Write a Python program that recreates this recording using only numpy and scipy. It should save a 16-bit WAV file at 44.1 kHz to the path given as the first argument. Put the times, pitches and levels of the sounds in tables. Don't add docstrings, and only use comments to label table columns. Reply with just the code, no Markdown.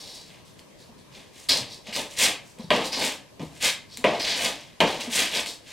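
import sys
import numpy as np
from scipy import signal
from scipy.fft import rfft
from scipy.io import wavfile
from scipy.ndimage import uniform_filter1d

SR = 44100
rng = np.random.default_rng(int(sys.argv[2]) if len(sys.argv) > 2 else 0)


def how_loud(loudness_db):
    steps = np.asarray(loudness_db, float) / 20
    return 10 ** steps


def store_pcm(level_fs):
    pcm = np.round(np.clip(level_fs, -1, 1) * 32767).astype(np.int16)
    wavfile.write(sys.argv[1], SR, np.atleast_2d(pcm).T)


N = 252252


def evened(x):
    return x / np.sqrt(np.mean(x ** 2) + 1e-20)


def read(points, hz):
    f, value = np.transpose(points)
    return np.interp(np.log(hz + 1), np.log(f + 1), value)


def causal(gain):
    log_gain = np.log(np.maximum(gain / gain.max(), 1e-4))
    full = np.concatenate([log_gain, log_gain[-2:0:-1]])
    spectrum = np.exp(np.conj(signal.hilbert(full)))
    taps = np.fft.ifft(spectrum).real[:len(log_gain)]
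    return taps / np.linalg.norm(taps)


def add(mix, s, sound):
    mix[round(s * SR):][:len(sound)] += sound


def swell(t, rise_ms):
    u = 1000 * t / max(rise_ms, 0.1)
    return (u * np.exp(1 - u)) ** 1.28


def hush():
    # frequency in Hz, level in dB per Hz.
    hush_colour = [(12, -38), (20, -23), (116, 5.5), (248, 0.5), (607, -2), (780, -10.5), (1000, -5.5),
                   (1440, -17), (1610, -11.5), (4540, -15), (10800, -23.5), (14700, -29.5), (16000, -47)]
    # frequency in Hz, left-right likeness from 0 to 1.
    likeness = [(60, 0.34), (300, 0.086), (1400, 0.25), (3100, 0.15), (7000, 0.12), (15000, .05)]
    frame_count, hz = N // 256 + 5, np.fft.rfftfreq(1024, 1 / SR)
    a, b, c, d, patches = rng.standard_normal((frame_count, 513, 5)).T
    patches = uniform_filter1d(patches, size=10, axis=0)
    patches = evened(uniform_filter1d(patches, size=12, axis=1))
    same = np.clip(read(likeness, hz), 0, 1)[:, None]
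    left = a + 1j * b
    right = same * left + np.sqrt(1 - same ** 2) * (c + 1j * d)
    z = np.array([left, right]) * how_loud(read(hush_colour, hz)[:, None] + 1.6 * patches)
    noise = signal.istft(z, nperseg=1024, noverlap=768)[1][:, :N]
    return how_loud(-52.5) * evened(noise)


def shudder(x):
    level = np.sqrt(np.abs(uniform_filter1d(x ** 2, size=1500)))
    noise = rng.standard_normal((3, N))
    rumble = level ** 0.67 * (noise[:2] * 1.2 + noise[2])
    deep_band = signal.butter(2, [18, 95], "band", fs=SR, output="sos")
    return how_loud(-18.5) * signal.sosfilt(deep_band, rumble)


def modal():
    # mode frequency in Hz, level in dB, t60 in seconds.
    wall_modes = [(149.9, 0.5, 0.72), (200.6, 5.5, 0.47), (216, 0, 0.2), (305, 4, 0.49), (330.5, 8, 0.33),
                  (368.3, -6, 0.25), (462, 7.5, 0.11), (535, -25, 0.73), (595, -5.5, 0.31), (677, 3, 0.15),
                  (697, 11, 0.36), (704, -31, .3), (800, -20, 0.82), (912, 16, 0.11), (991, 1, 0.37),
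                  (1050, -28, 0.16), (1128, 13.5, 0.26)]
    t = np.arange(SR // 2) / SR
    out = np.zeros(len(t))
    for f, db, t60 in wall_modes:
        out += how_loud(db - 60 * t / t60) * np.sin(2 * np.pi * (f * t + rng.random()))
    return out / np.linalg.norm(out)


def tail(start):
    # frequency in Hz, t60 in seconds.
    room_t60 = [(150, 0.62), (400, 0.31), (1040, 0.38), (2760, 0.31), (7280, 0.25), (15000, 0.19)]
    taps, at = np.zeros(SR), np.arange(start, SR - 12, 12)
    taps[at + rng.integers(0, 12, len(at))] = rng.choice([-1., 1.], len(at))
    hz, t, z = signal.stft(taps, SR, nperseg=256)
    dying = z * how_loud(-60 * t / read(room_t60, hz)[:, None])
    out = signal.istft(dying, SR, nperseg=256)[1][:32768]
    broad_power = uniform_filter1d(abs(rfft(out)) ** 2, size=60)
    out = signal.oaconvolve(out, causal(broad_power ** -0.5)[:2048])
    return out / np.linalg.norm(out)


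def moving(x, start):
    drift_hz = 7.5
    angle = 2 * np.pi * (drift_hz * np.arange(N) / SR + np.arange(3)[:, None] / 3)
    share = np.sqrt((1 + np.cos(angle)) / 3)
    return sum(signal.fftconvolve(x * w, tail(start))[:N] for w in share)


def bathroom(x, direct=0.82):
    # frequency in Hz, difference between the ports in dB.
    port_difference = [(60, -13), (99, -14), (160, -24), (270, -20), (450, -22), (740, -22), (1220, -27),
                       (2010, -21), (3330, -17), (5500, -16.5), (9080, -9.5), (15000, -2)]
    low = signal.sosfilt(signal.butter(4, 1200, fs=SR, output="sos"), x)
    mid = direct * x + 0.57 * moving(x - 0.4 * low, 60)
    mid += 0.072 * signal.fftconvolve(low, modal())[:N]
    apart = how_loud(read(port_difference, np.fft.rfftfreq(4096, 1 / SR)))
    side = signal.oaconvolve(moving(x, 10), causal(apart))[:N] * np.sqrt(np.mean(apart ** 2))
    side = side + 0.057 * signal.lfilter([0.08], [1, -0.92], mid) + 0.034 * mid
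    return np.array([mid + side, mid - side])


def bodies(colour):
    seams_hz = [1250, 3300, 6000]
    # centre in Hz, width in Hz, depth in dB.
    notch = (1380, 290, -4.5)
    dip_hz, dip_width, dip_db = notch
    hz = np.fft.rfftfreq(8192, 1 / SR)
    dip = 1 - (1 - how_loud(dip_db)) / (1 + (2 * (hz - dip_hz) / dip_width) ** 2)
    below = [0 * hz]
    below += [1 / (1 + (hz / f) ** n) for f, n in zip(seams_hz, (12, 6, 6))]
    below += [1 + 0 * hz]
    whole = how_loud(read(colour, hz)) * dip
    return [causal(whole * np.sqrt(np.maximum(b - a, 0))) for a, b in zip(below, below[1:])]


def thuds():
    # start in seconds, peak in dB, pitch in Hz,
    # rise in ms.
    wall_thuds = [(0.689, -49, 207, 9.5), (0.892, -40.5, 236, 6.4), (1.171, -44, 203, 6.9),
                  (1.501, -30.5, 266, 17), (1.578, -32, 242, 9.5), (1.884, -32.5, 223, 5.2),
                  (2.593, -26, 218, 5.7), (2.638, -29.5, 163, 6.8), (3.4, -21, 157.4, 10.6),
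                  (3.429, -23.5, 279, 4.3), (3.979, -35.5, 250, 17), (5.074, -24.5, 243.5, 9),
                  (1.55, -33.5, 165, 8.5), (1.601, -33.5, 120, 18), (1.97, -25.5, 569, 16),
                  (3.403, -21.5, 152, 13.8), (3.45, -43, 74.6, 21), (4.519, -37.5, 284, 16),
                  (4.806, -22, 169.7, 20)]
    out, t = np.zeros(N), np.arange(5000) / SR
    for s, db, hz, rise_ms in wall_thuds:
        boom = np.sin(2 * np.pi * hz * t)
        boom += 0.53 * np.sin(2 * np.pi * 1.75 * hz * t) * np.exp(-t / 0.012)
        add(out, s, how_loud(db - 4) * boom * swell(t, rise_ms))
    return out


def ticks():
    # start in seconds, peak in dB, shares of blade and air in dB, rise in ms.
    corner_ticks = [(.5923, -45.5, 4, -1, 0.76), (1.87, -39.5, -4, -4, 1.2),
                    (1.9627, -20.5, -16, -6.5, 0.83), (2.586, -48, 2, 3.5, 1.3), (3.898, -62, 6, 3, 1.3),
                    (3.972, -34.5, 6, 7.5, 0.61), (5.461, -27, -6, -6, 0.7)]
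    # start in seconds, peak in dB, shares of blade and air in dB, rise in ms.
    edge_bites = [(1.4862, -30, 11, 7.5, 8), (1.923, -34, -7, -12, 7.9), (2.1844, -33.5, -20, 6, 14),
                  (2.921, -32, 2, -13, 12), (3.604, -41, -8, -8, 5), (3.6319, -32, 7.5, -5.5, 5.2),
                  (4.197, -32.5, -5, -13, 9.7), (5.1167, -52, 18, 6, 9.6)]
    events = corner_ticks + edge_bites
    out, t = np.zeros((4, N)), np.arange(3000) / SR
    for (s, db, *shares, rise_ms), noise in zip(events, rng.standard_normal((len(events), len(t)))):
        for k, share in enumerate([-15, 0] + shares):
            add(out[k], s, how_loud(db + share + 1) * noise * swell(t, rise_ms))
    return out


def slaps():
    # start in seconds, peak in dB, shares of edge, blade and air in dB.
    slap_hits = [
        (2.7044, -9, 0.5, 2.5, -8),
        (3.3952, -30, -5, -25, -9.5),
        (4.0416, -6.5, -3.5, -5, -12),
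        (4.8038, -10, 2.5, 5, -2),
    ]
    # frequency in Hz, level in dB per Hz.
    slap_colour = [(71, -48), (120, -20), (177, -14.5), (348, -3), (473, -10.5), (605, 4.5), (698, -2),
                   (757, -15), (930, -9), (1460, -24.5), (2020, -17), (2990, -12.5), (4140, -21.5),
                   (14700, -61), (16000, -55)]
    rattle_ms = [19.5, 23, 8.8, 12.8]
    layer_db = [0.5, -1.14, -0.6, -0.91]
    out, t = np.zeros((4, N)), np.arange(3000) / SR
    for (s, db, *shares), noise in zip(slap_hits, rng.standard_normal((len(slap_hits), len(t)))):
        for k, share in enumerate([0] + shares):
            burst = (0.54 * noise - 2.64 * (t == 0)) * np.exp(-1000 * t / rattle_ms[k])
            add(out[k], s, how_loud(db + share + layer_db[k]) * burst)
    return sum(signal.oaconvolve(x, b)[:N] for x, b in zip(out, bodies(slap_colour)))


def grit(per_s, spread_db, lumps_db):
    size = how_loud(spread_db * np.minimum(rng.exponential(1, N), 4)) * rng.choice([-1., 1.], N)
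    slow = signal.butter(2, 90, fs=SR, output="sos")
    clumps = evened(signal.sosfilt(slow, rng.standard_normal(N)))
    caught = rng.random(N) < per_s / SR
    return evened(size * caught * how_loud(lumps_db * clumps))


def stroke(t, rise, fall):
    up = np.clip(t / max(rise, 0.002), 0, 1) ** 1.11
    release_db = -23 * (np.maximum(t - rise, 0) / max(fall, 0.01)) ** 1.67
    return (up * how_loud(release_db)) ** 2


def pressure():
    # start, rise and fall in seconds, pressure in dB, speed in dB.
    swipes = [(.24, 0.038, .15, -56.5, 2), (1.1, 0.053, 0.18, -50, -2.5), (1.3, 0.086, 0.18, -51.5, 5),
              (1.83, .03, .05, -51, -4), (1.86, .012, 0.16, -42.5, -6.5), (1.92, 0.051, 0.11, -32, 1),
              (2.09, 0.021, .1, -46, 4.5), (2.16, 0.072, 0.073, -19, 2.5), (2.4, 0.072, .15, -65.5, 13.5),
              (2.95, .095, .12, -28.5, 2), (3.4, 0.018, 0.13, -53.5, 4.5), (3.5, 0.07, 0.092, -51.5, 3.5),
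              (3.6, 0.054, 0.077, -20.5, 2), (3.962, .008, 0.11, -50, 4.5),
              (4.22, 0.039, 0.39, -29.5, -5.5), (4.34, 0.11, 0.072, -25.5, 1),
              (4.85, 0.026, 0.18, -33, -3.5), (4.99, 0.015, 0.11, -35, -2), (5.09, 0.073, 0.099, -25.5, 4),
              (5.14, 0.053, 0.13, -23.5, -0.5), (5.29, 0.083, 0.073, -25, -2), (5.63, 0.12, 0.24, -41.5, 0)]
    # start, rise and fall in seconds, pressure in dB, speed in dB.
    skims = [(0, 0.0017, 0.36, -44.5, 2.5), (.08, 0.087, 0.095, -47, 1.5), (.44, .02, .12, -60, 8),
             (.58, 0.0087, 0.04, -59, 9), (.77, 0.03, 0.12, -56.5, 4), (.97, 0.02, 0.047, -60, 6),
             (1.487, 0.0097, .09, -18, -5), (1.53, 0.038, 0.06, -31.5, 2.5), (1.67, 0.05, 0.091, -43, 1),
             (1.93, 0.025, 0.032, -32, 0), (2.58, 0.022, 0.16, -54, 2), (2.83, 0.026, 0.057, -33.5, 4.5),
             (2.913, 0.013, 0.19, -30.5, -3), (3.88, 0.054, 0.077, -48, 1), (4.19, 0.011, .16, -31.5, -2),
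             (4.23, .06, .13, -35, -10), (5.455, 0.0068, 0.11, -36.5, 6)]
    # start, rise and fall in seconds, pressure in dB, speed in dB.
    presses = [(0, 0.0043, .3, -49, -13), (.27, 0.057, 0.17, -57, 8), (.5, 0.14, 0.14, -59, -3),
               (.86, .035, .05, -56, -5), (1.13, .04, .1, -51.5, -3), (1.5, 0.032, 0.19, -38.5, 8),
               (1.862, .015, .08, -44.5, -2), (1.95, 0.035, 0.087, -29.5, -5),
               (2.23, 0.05, 0.088, -34.5, 11), (2.57, 0.02, 0.078, -43, 0.5), (2.71, 0.021, 0.12, -21, 3),
               (2.78, 0.029, 0.12, -34.5, 7.5), (2.92, 0.091, 0.15, -27.5, -0.5),
               (3.4, .018, .06, -38, -2.5), (3.64, .025, 0.062, -41, -4), (3.5, .015, .06, -51, -3),
               (3.98, 0.037, 0.057, -44, -6), (4.048, 0.024, 0.074, -20, -1), (4.09, 0.045, 0.14, -31, 4.5),
               (4.4, 0.045, 0.094, -29.5, 0), (4.81, 0.021, 0.047, -15, -2), (4.85, 0.025, 0.19, -31, 0),
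               (5.03, .03, 0.097, -39, -1), (5.17, .04, 0.064, -31, -2)]
    grips = [(swipes, (-11, 0, -2, -3.5), (-0.72, -0.043, -0.1, 0.98)),
             (skims, (-14, -9, 0.5, -5.5), (0.83, -0.38, -0.041, 1)),
             (presses, (-2, -11, -16, -25.5), (0.27, 1.5, 1.4, 2))]
    t, power = np.arange(N) / SR, np.full((4, N), 1e-10)
    for rows, shares, per_speed in grips:
        for s, rise, fall, db, speed_db in rows:
            on = slice(round(s * SR), round((s + rise + 3 * fall) * SR))
            layer_gain = how_loud(db + np.add(shares, speed_db * np.array(per_speed)))
            power[:, on] += layer_gain[:, None] ** 2 * stroke(t[on] - s, rise, fall)
    _, edge, blade, air = 10 * np.log10(uniform_filter1d(power, size=900) + 1e-12)
    sing = np.clip(0.33 + (blade - np.maximum(edge, air)) / 3.6, 0, 1)
    light = np.clip((-28.5 - blade) / 17, 0, 1)
    pressed_hz, free_hz, bent_hz = 3720, 250, 275
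    ring = pressed_hz + sing * (free_hz + bent_hz * (1 - light))
    return np.sqrt(power), ring, sing, 1.5 * light


def resonate(x, hz, width):
    turn = np.exp(2j * np.pi * np.cumsum(hz) / SR)
    r = np.exp(-np.pi * width / SR)
    return 2 * (turn * signal.lfilter([1 - r], [1, -r], x / turn)).real


def trowel():
    # frequency in Hz, level in dB per Hz.
    scrape_colour = [(15, -27), (25, -30), (92, -16), (270, 0), (405, -5.5), (560, 2), (607, -0.5),
                     (1100, -9), (1370, -13), (1700, -8), (2050, -3.5), (3520, 0), (8360, -9.5),
                     (14800, -26.5), (16000, -27)]
    drive, ring, sing, light = pressure()
    shared = grit(5000, 1.46, 1.2)
    force = [d * (0.57 * shared + 0.75 * grit(9000, 4.37, 3.1)) for d in drive]
    layers = zip(force, ticks(), bodies(scrape_colour))
    out = [signal.oaconvolve(f + k, b)[:N] for f, k, b in layers]
    blade = out[2]
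    modes = resonate(blade, ring, 190) + 1.47 * resonate(blade, 1.163 * ring, 570)
    modes += light * resonate(blade, 1.37 * ring, 410)
    out[2] = np.sqrt(np.clip(1 - 0.77 * sing, 0, 1)) * blade + 0.93 * np.sqrt(sing) * modes
    return sum(out) + slaps() + thuds()


def scene():
    work = trowel()
    return bathroom(work) + shudder(work) + hush() * how_loud([[0.7], [-0.7]])


def low_pass(x):
    return signal.sosfilt(signal.butter(12, 16810, fs=SR, output="sos"), x)


def record(dry):
    band_limit = signal.firwin(255, 15900, window=("kaiser", 6), fs=SR)
    heard = signal.oaconvolve(0.7 * np.tanh(dry / 0.63), band_limit[None], "same")
    return low_pass(heard)


dry = scene()
out = record(dry)
store_pcm(out)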